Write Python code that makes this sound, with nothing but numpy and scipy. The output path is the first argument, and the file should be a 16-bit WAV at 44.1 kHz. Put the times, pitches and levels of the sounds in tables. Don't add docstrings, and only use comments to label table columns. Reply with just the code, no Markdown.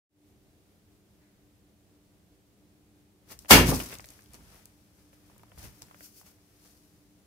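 import sys
import numpy as np
from scipy import signal
from scipy.fft import rfft, irfft, next_fast_len
from scipy.io import wavfile
from scipy.ndimage import uniform_filter1d, minimum_filter1d, map_coordinates

SR = 44100
rng = np.random.default_rng(int(sys.argv[2]) if len(sys.argv) > 2 else 0)


def master(y):
    cut = np.clip(np.atleast_2d(y).T, -1, 1)
    pcm = np.round(cut * 32767)
    wavfile.write(sys.argv[1], SR, pcm.astype(np.int16))


N = 320166


def amp(db):
    return 10 ** (np.asarray(db) / 20)


def unit(x):
    return x / np.sqrt(np.mean(x ** 2) + 1e-20)


def along(points, hz):
    f, v = np.transpose(points)
    return np.interp(np.log(hz + 1), np.log(f + 1), v)


def clock(size):
    return np.arange(size) / SR


def fade(t, t60):
    return np.exp(-np.log(1000) * np.maximum(t, 0) / np.maximum(t60, 1e-4))


def swell(s, rise_t60, fall_t60):
    start = max(s - rise_t60, 0)
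    t = start + clock(round((rise_t60 + fall_t60) * SR))
    return start, fade(s - t, rise_t60) * fade(t - s, fall_t60)


def wobble(rate, size=N):
    return map_coordinates(rng.standard_normal(int(size * rate / SR) + 4), [clock(size) * rate])


def filtered(x, response):
    size = x.shape[-1]
    m = next_fast_len(size + SR // 4)
    return irfft(rfft(x, m) * response(np.fft.rfftfreq(m, 1 / SR)), m)[..., :size]


def resonance(f, hz, width_hz):
    return 1j * f * width_hz / (hz * hz - f * f + 1j * f * width_hz)


def add(track, s, sound):
    start = round(s * SR)
    track[:, start:start + sound.shape[-1]] += sound[..., :N - start]


# (frequency [Hz], coherence [0-1])
COHERENCE = [(60, 0.69), (250, .9), (640, 0.68), (1400, 0.027), (15000, 0.014)]
def spread(pair, spectrum):
    turn = lambda hz: np.arccos(np.clip(along(COHERENCE, hz), -1, 1)) / 2
    mid, side = filtered(pair, lambda hz: amp(along(spectrum, hz)) * [np.cos(turn(hz)), np.sin(turn(hz))])
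    return unit(np.array([mid + side, mid - side]))


def noise(spectrum, size):
    return spread(rng.standard_normal((2, size)), spectrum)


# (frequency [Hz], relative spectral density [dB])
AIR_SPECTRUM = [(15, -47.5), (25, -9), (104, -2.5), (144, -10), (183, -5), (215, -5.5), (253, -20.5),
                (297, -1.5), (322, -11.5), (389, -12.5), (552, -18.5), (614, -17.5), (970, -25.5),
                (12500, -32), (15500, -32.5)]
# (frequency [Hz], level [dB])
HUM_PARTIALS = [(118.4, -76.5), (177.6, -75.5), (209.9, -74), (296.1, -70), (387.6, -78.5)]
def background(air_db=-64.0, hum_db=-1.5):
    t = clock(N)
    hum = sum(amp(db + 2.5 * wobble(2.5)) * np.sin(2 * np.pi * hz * t + 1.4 * wobble(1.5))
              for hz, db in HUM_PARTIALS)
    return amp(air_db + 0.36 * wobble(20.0)) * noise(AIR_SPECTRUM, N) + amp(hum_db) * hum


# (time [s], level [dB], relative clap level [dB])
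LOW_THUMPS = [(0.363, -60, -28), (3.571, -12.5, -5), (3.61, -20, -26), (3.684, -14.5, -18),
              (3.715, -12.5, -12.5), (3.759, -29, -26), (3.889, -47, -11), (4.339, -46.5, -16),
              (4.384, -48, -16), (5.63, -48.5, -20), (5.819, -51, -9)]
# (frequency [Hz], relative spectral density [dB])
THUD_SPECTRUM = [(40, -22), (60, -9), (100, -3.5), (140, -0.5), (200, -2.5), (260, 5), (320, -9), (380, -8),
                 (600, -21.5), (1200, -60.5)]
CLAP_SPECTRUM = [(250, -19.5), (430, 2.5), (650, -6), (880, 2.5), (1150, 0.5), (1500, -17.5), (3000, -33.5),
                 (6000, -59)]
def thuds(thump_hz=204, db_per_octave=27):
    out, t = np.zeros((2, N)), clock(SR // 2)
    attack = 1 - np.exp(-t / 0.0024)
    for s, db, clap_db in LOW_THUMPS:
        hz = thump_hz * 2 ** (db / db_per_octave)
        thump = amp(-5) * np.sin(2 * np.pi * hz * t) * fade(t, t60=0.11)
        rumble = amp(-10) * noise(THUD_SPECTRUM, len(t)) * fade(t, t60=0.22)
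        clap = amp(clap_db + 1) * noise(CLAP_SPECTRUM, len(t)) * fade(t, t60=0.12)
        add(out, s, amp(db) * (thump + rumble + clap) * attack)
    return out


# (frequency [Hz], relative spectral density [dB])
SCUFF_SPECTRUM = [(500, -8), (1200, -4), (1900, 4), (3000, -11), (7000, -16), (14000, -28)]
def scuff(s=1.22, db=-73):
    out = np.zeros((2, N))
    start, envelope = swell(s, rise_t60=0.13, fall_t60=0.9)
    add(out, start, amp(db) * envelope * noise(SCUFF_SPECTRUM, len(envelope)))
    return out


def grains(size, rate, scatter_db, hiss):
    occurs = rng.random(size) < rate / SR
    slips = occurs * amp(scatter_db * np.minimum(rng.standard_normal(size), 2))
    return unit(slips * rng.standard_normal((2, size))) + hiss * rng.standard_normal((2, size))


# (frequency [Hz], relative spectral density [dB])
CRINKLE_SPECTRUM = [(1500, -28), (3000, -7), (4500, 1), (5800, 3.5), (7300, -1), (9700, 1.5), (13500, -1),
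                    (15800, -5.5)]
RUB_SPECTRUM = [(100, -12.5), (300, 2), (700, -0.5), (1500, -1.5), (2500, -2.5), (3500, -7.5), (6000, -25)]
def rustle(size, rub_db, tilt_db, clump_db=0.85):
    colour = [(hz, db + tilt_db * np.log2(hz / 8000)) for hz, db in CRINKLE_SPECTRUM]
    clumps = unit(amp(clump_db * wobble(200, size)))
    crinkle = clumps * spread(grains(size, rate=2600, scatter_db=4.0, hiss=1), colour)
    rub = spread(grains(size, rate=1200, scatter_db=3.5, hiss=1.8), RUB_SPECTRUM)
    return crinkle + amp(rub_db) * rub


# (peak time [s], level [dB], rise t60 [s], fall t60 [s], rub re crinkle [dB])
FILM_STROKES = [(3.321, -45.5, .12, 0.099, -3), (3.401, -61.5, 0.033, 0.71, -9),
                (3.791, -52, 0.065, 0.13, -14.5), (3.812, -43, .04, 0.075, 1.5),
                (3.928, -46.5, .15, .15, 2), (4.11, -58.5, 0.31, 0.75, -4), (4.346, -56, .12, .15, -1.5),
                (4.55, -61, 1.17, 0.73, -1), (5.0, -69, 0.43, .3, -5), (5.135, -64, .04, .15, -5),
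                (5.3, -69.5, 1.1, 1.95, -1), (5.584, -53.5, 0.026, .35, -6), (5.648, -50.5, .3, .25, -3.5),
                (5.8, -67, 1.2, 2.1, -1.5), (6.266, -64.5, .08, 0.26, 1.5), (6.655, -63.5, .05, 0.09, 0),
                (6.67, -62.5, 0.82, 1.2, -8.5)]
def strokes():
    out = np.zeros((2, N))
    for s, db, rise_t60, fall_t60, rub_db in FILM_STROKES:
        start, envelope = swell(s, rise_t60, fall_t60)
        add(out, start, amp(db) * envelope * rustle(len(envelope), rub_db, tilt_db=0.1 + 0.01 * rub_db))
    return out


# (peak time [s], level [dB], rise t60 [s], fall t60 [s])
JUG_ROLLS = [(3.39, -58.5, 0.59, .8), (3.93, -54, 0.32, 1.1), (4.3, -57.5, .15, .4),
             (4.42, -58.5, 0.48, 1.6), (5.42, -61.5, 1.4, 0.54), (5.588, -51.5, 0.31, .15),
             (5.645, -46, .12, .35), (5.831, -57.5, 0.19, .8)]
# (frequency [Hz], relative spectral density [dB])
RUMBLE_SPECTRUM = [(25, -7.5), (50, 0.5), (80, 1), (130, -3.5), (220, -11.5), (500, -45)]
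def roll():
    out = np.zeros((2, N))
    for s, db, rise_t60, fall_t60 in JUG_ROLLS:
        start, envelope = swell(s, rise_t60, fall_t60)
        add(out, start, amp(db) * envelope * noise(RUMBLE_SPECTRUM, len(envelope)))
    return out


def clicks(events, relative_width, t60, gain_db):
    out, t = np.zeros((2, N)), clock(SR // 20)
    for s, db, hz in events:
        chatter = rng.standard_normal((2, len(t))) * (fade(t, t60) + 1.8 * fade(t, t60=0.0033))
        click = filtered(chatter, lambda f: resonance(f, hz, hz * relative_width))
        peak = np.abs(click.mean(axis=0)).max()
        add(out, s, amp(db + gain_db) * click / peak)
    return out


# (time [s], level [dB], resonance [Hz])
CREASE_SNAPS = [(3.3905, -39, 6800), (3.9399, -35, 8300), (4.0432, -45, 4160), (4.0574, -43, 11570),
                (4.0714, -52, 7800), (4.0886, -38, 5800), (4.1041, -42, 9000), (4.335, -43, 9000),
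                (4.3436, -44, 5700), (4.3504, -47, 5800), (4.6563, -41.5, 7510), (5.3804, -51, 9400),
                (5.4326, -55, 11850), (5.8206, -38, 5320), (5.8284, -47, 5000)]
def snapping(low_cut_hz=2600):
    snaps = clicks(CREASE_SNAPS + settling(), relative_width=0.7, t60=0.016, gain_db=2.5)
    return signal.sosfilt(signal.butter(2, low_cut_hz, "highpass", fs=SR, output="sos"), snaps)


# (time [s], level [dB], resonance [Hz])
WALL_TICKS = [(3.448, -43, 770), (3.458, -45, 2200), (3.801, -24, 2510), (3.996, -38, 1280),
              (4.043, -41.5, 2100), (4.191, -48.5, 1650), (5.13, -51.5, 1495), (5.299, -54, 964),
              (5.363, -53, 850), (5.434, -45, 760), (5.518, -46, 746), (5.577, -47, 755),
              (5.632, -46.5, 897), (5.819, -47.5, 1187), (5.884, -50, 1984), (5.911, -47, 998),
              (5.945, -43.5, 1600), (6.007, -42.5, 1776), (6.213, -50.5, 750)]
def ticking(body_hz=610, high_cut_hz=3300):
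    ticks = WALL_TICKS + flexing()
    knocks = [(s, db, body_hz) for s, db, hz in ticks]
    walls = clicks(ticks, relative_width=0.45, t60=0.026, gain_db=-1.0)
    body = clicks(knocks, relative_width=0.31, t60=0.035, gain_db=-9)
    return signal.sosfilt(signal.butter(6, high_cut_hz, fs=SR, output="sos"), walls + body)


# (frequency [Hz], t60 [s])
ROOM_T60 = [(60, 0.28), (240, 0.64), (700, 0.35), (2000, 0.33), (6000, .28), (14000, 0.25)]
def die_away(x):
    hz, t, spectra = signal.stft(x, SR, nperseg=512)
    decay = fade(t, along(ROOM_T60, hz)[:, None])
    return signal.istft(spectra * decay, SR, nperseg=512)[1][:, :x.shape[-1]]


def reverberate(x, wet_db, delay_s=0.0048):
    tail = die_away(rng.standard_normal((2, SR // 2)))
    tail = np.pad(tail / np.linalg.norm(tail[0]), ((0, 0), (round(delay_s * SR), 0)))
    return x + amp(wet_db) * signal.fftconvolve(x, tail, axes=1)[:, :N]


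# (frequency [Hz], relative spectral density [dB])
BANG_SPECTRUM = [(35, -30.5), (60, -1.5), (242, -0.5), (312, -4), (546, -7), (999, -4.5), (1200, -14.5),
                 (1350, -3.5), (1590, -9), (2250, -3.5), (3840, -12), (5450, -12.5), (8280, -15.5),
                 (12600, -14), (15500, -25)]
# (frequency [Hz], bandwidth [Hz], relative level [dB])
BANG_PEAKS = [(1335, 33, -2.5), (1714, 130, -3), (2240, 59, -0.5), (2844, 29, 4), (3250, 140, -3.5),
              (4215, 39, -5), (4570, 61, -6.5), (4760, 75, -3), (4640, 22, -9), (5624, 110, -5),
              (6180, 52, -5), (6610, 36, -9.5), (6900, 50, -10), (7000, 32, -13.5), (7930, 34, -9.5),
              (8140, 76, -12), (9170, 48, -11.5), (8900, 25, -8), (9900, 27, -11), (9880, 120, -9),
              (11160, 91, -8), (10600, 89, -17), (10720, 41, -11.5), (12100, 91, -11.5),
              (12700, 610, -12.5), (13500, 37, -13), (13500, 110, -12.5), (13700, 43, -14)]
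# (frequency [Hz], relative level [dB])
ROOM_MODES = [(53.8, -27), (86.1, -31), (118.4, -30.5), (172.3, -31), (247.6, -32.5), (360.7, -36.5),
              (414.5, -43.5), (468.3, -45), (559.9, -45), (602.9, -45.5)]
def burst(s=3.5075, shock_hz=1000, boom_s=0.51):
    out, t = np.zeros((2, N)), clock(SR)
    lead = clock(SR // 40)
    rip = noise([(200, -13.0), (700, 2), (3000, -1.5), (7000, 2), (15000, -0.5)], len(lead))
    add(out, s - lead[-1], amp(-14) * rip * fade(lead[-1] - lead, t60=0.04))
    add(out, s, -amp(2) * np.sin(2 * np.pi * shock_hz * t) * fade(t, t60=0.0073))
    echoes = filtered(noise(BANG_SPECTRUM, SR), lambda hz: hz ** 2 / (hz ** 2 + 150 ** 2))
    peaks = lambda f: sum(amp(db) * resonance(f, hz, width) for hz, width, db in BANG_PEAKS)
    ringing = unit(filtered(rng.standard_normal((2, SR)), peaks))
    bang = die_away(amp(-4.5) * echoes + amp(-8.5) * ringing)
    add(out, s, bang * (1 - np.exp(-t / 0.00043)))
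    modes = sum(amp(db) * np.sin(2 * np.pi * (hz * t + rng.random())) for hz, db in ROOM_MODES)
    boom = amp(-21) * unit(modes) * fade(t * t / boom_s, boom_s)
    add(out, s, boom * (1 - np.exp(-t / 0.0065)))
    return out


def crush(s=3.68, db=-31, uneven_db=2.0):
    out = np.zeros((2, N))
    start, envelope = swell(s, rise_t60=0.11, fall_t60=0.64)
    gain = amp(db + uneven_db * wobble(45, len(envelope))) * envelope
    add(out, start, gain * rustle(len(gain), rub_db=-6, tilt_db=0.2, clump_db=2.0))
    return out


def settling(count=26, from_s=3.68, span_s=0.91, db=-22.5, fall_db_per_s=51, spread_db=9, hz=6560):
    return [(from_s + when * span_s,
             db - fall_db_per_s * when * span_s - weak * spread_db,
             hz * 2 ** (2 * pitch - 1)) for when, weak, pitch in rng.random((count, 3))]


def creep(from_s=4.0, db=-75, uneven_db=2.5):
    gain = (clock(N) > from_s) * amp(db + uneven_db * wobble(6.1))
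    return gain * rustle(N, rub_db=-5, tilt_db=-0.5)


def flexing(count=30, from_s=4.1, to_s=6.4, db=-56, spread_db=17.5, hz=1160):
    return [(from_s + when * (to_s - from_s), db - weak * spread_db, hz * 2 ** (pitch - 0.5))
            for when, weak, pitch in rng.random((count, 3))]


# (peak time [s], level [dB], rise t60 [s], fall t60 [s])
JUG_SKIDS = [(5.76, -65.5, 0.45, 1.3), (6.045, -50.5, .3, 0.25), (6.192, -53, .4, .22),
             (6.266, -54.5, 0.064, .24)]
# (frequency [Hz], relative spectral density [dB])
SKID_SPECTRUM = [(880, -36.5), (1500, -7.5), (1740, -18), (2520, -7.5), (3990, -10.5), (4490, -2),
                 (5620, 1), (8160, -4), (9820, -2), (15600, -2)]
def skids(uneven_db=1.6):
    out = np.zeros((2, N))
    for s, db, rise_t60, fall_t60 in JUG_SKIDS:
        start, envelope = swell(s, rise_t60, fall_t60)
        gain = amp(db + uneven_db * wobble(160, len(envelope))) * envelope
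        add(out, start, gain * noise(SKID_SPECTRUM, len(gain)))
    return out


# (frequency [Hz], left re right [dB])
BALANCE = [(60, -0.5), (400, -1), (1100, 0.5), (2400, 1.5), (5000, 4), (8000, -0.04), (10500, 3),
           (14500, 7.5)]
def scene(film_pan_db=1.0):
    sides = np.array([[0.5], [-0.5]])
    buckling = reverberate(snapping() + ticking(), wet_db=-12.5)
    film = (strokes() + crush() + skids() + creep()) * amp(film_pan_db * sides)
    rustling = reverberate(film, wet_db=-12.0)
    action = burst() + thuds() + roll() + scuff() + buckling + rustling
    return filtered(action, lambda hz: amp(along(BALANCE, hz) * sides)) + background()


def record(dry, ceiling=1.0, bass_cut_hz=40, top_hz=15950):
    opened = dry * np.clip((clock(N) - 0.09) / 0.19, 0, 1)
    thinned = signal.sosfilt(signal.butter(4, bass_cut_hz, "highpass", fs=SR, output="sos"), opened)
    rounded = 1.358 * np.tanh(thinned / 1.226)
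    needed_gain = np.minimum(1, ceiling / (np.abs(rounded).max(axis=0) + 1e-9))
    gain = uniform_filter1d(minimum_filter1d(needed_gain, size=130), size=130)
    return filtered(rounded * gain, lambda hz: np.clip((top_hz - hz) / 450, 0, 1))


dry = scene()
out = record(dry)
master(out)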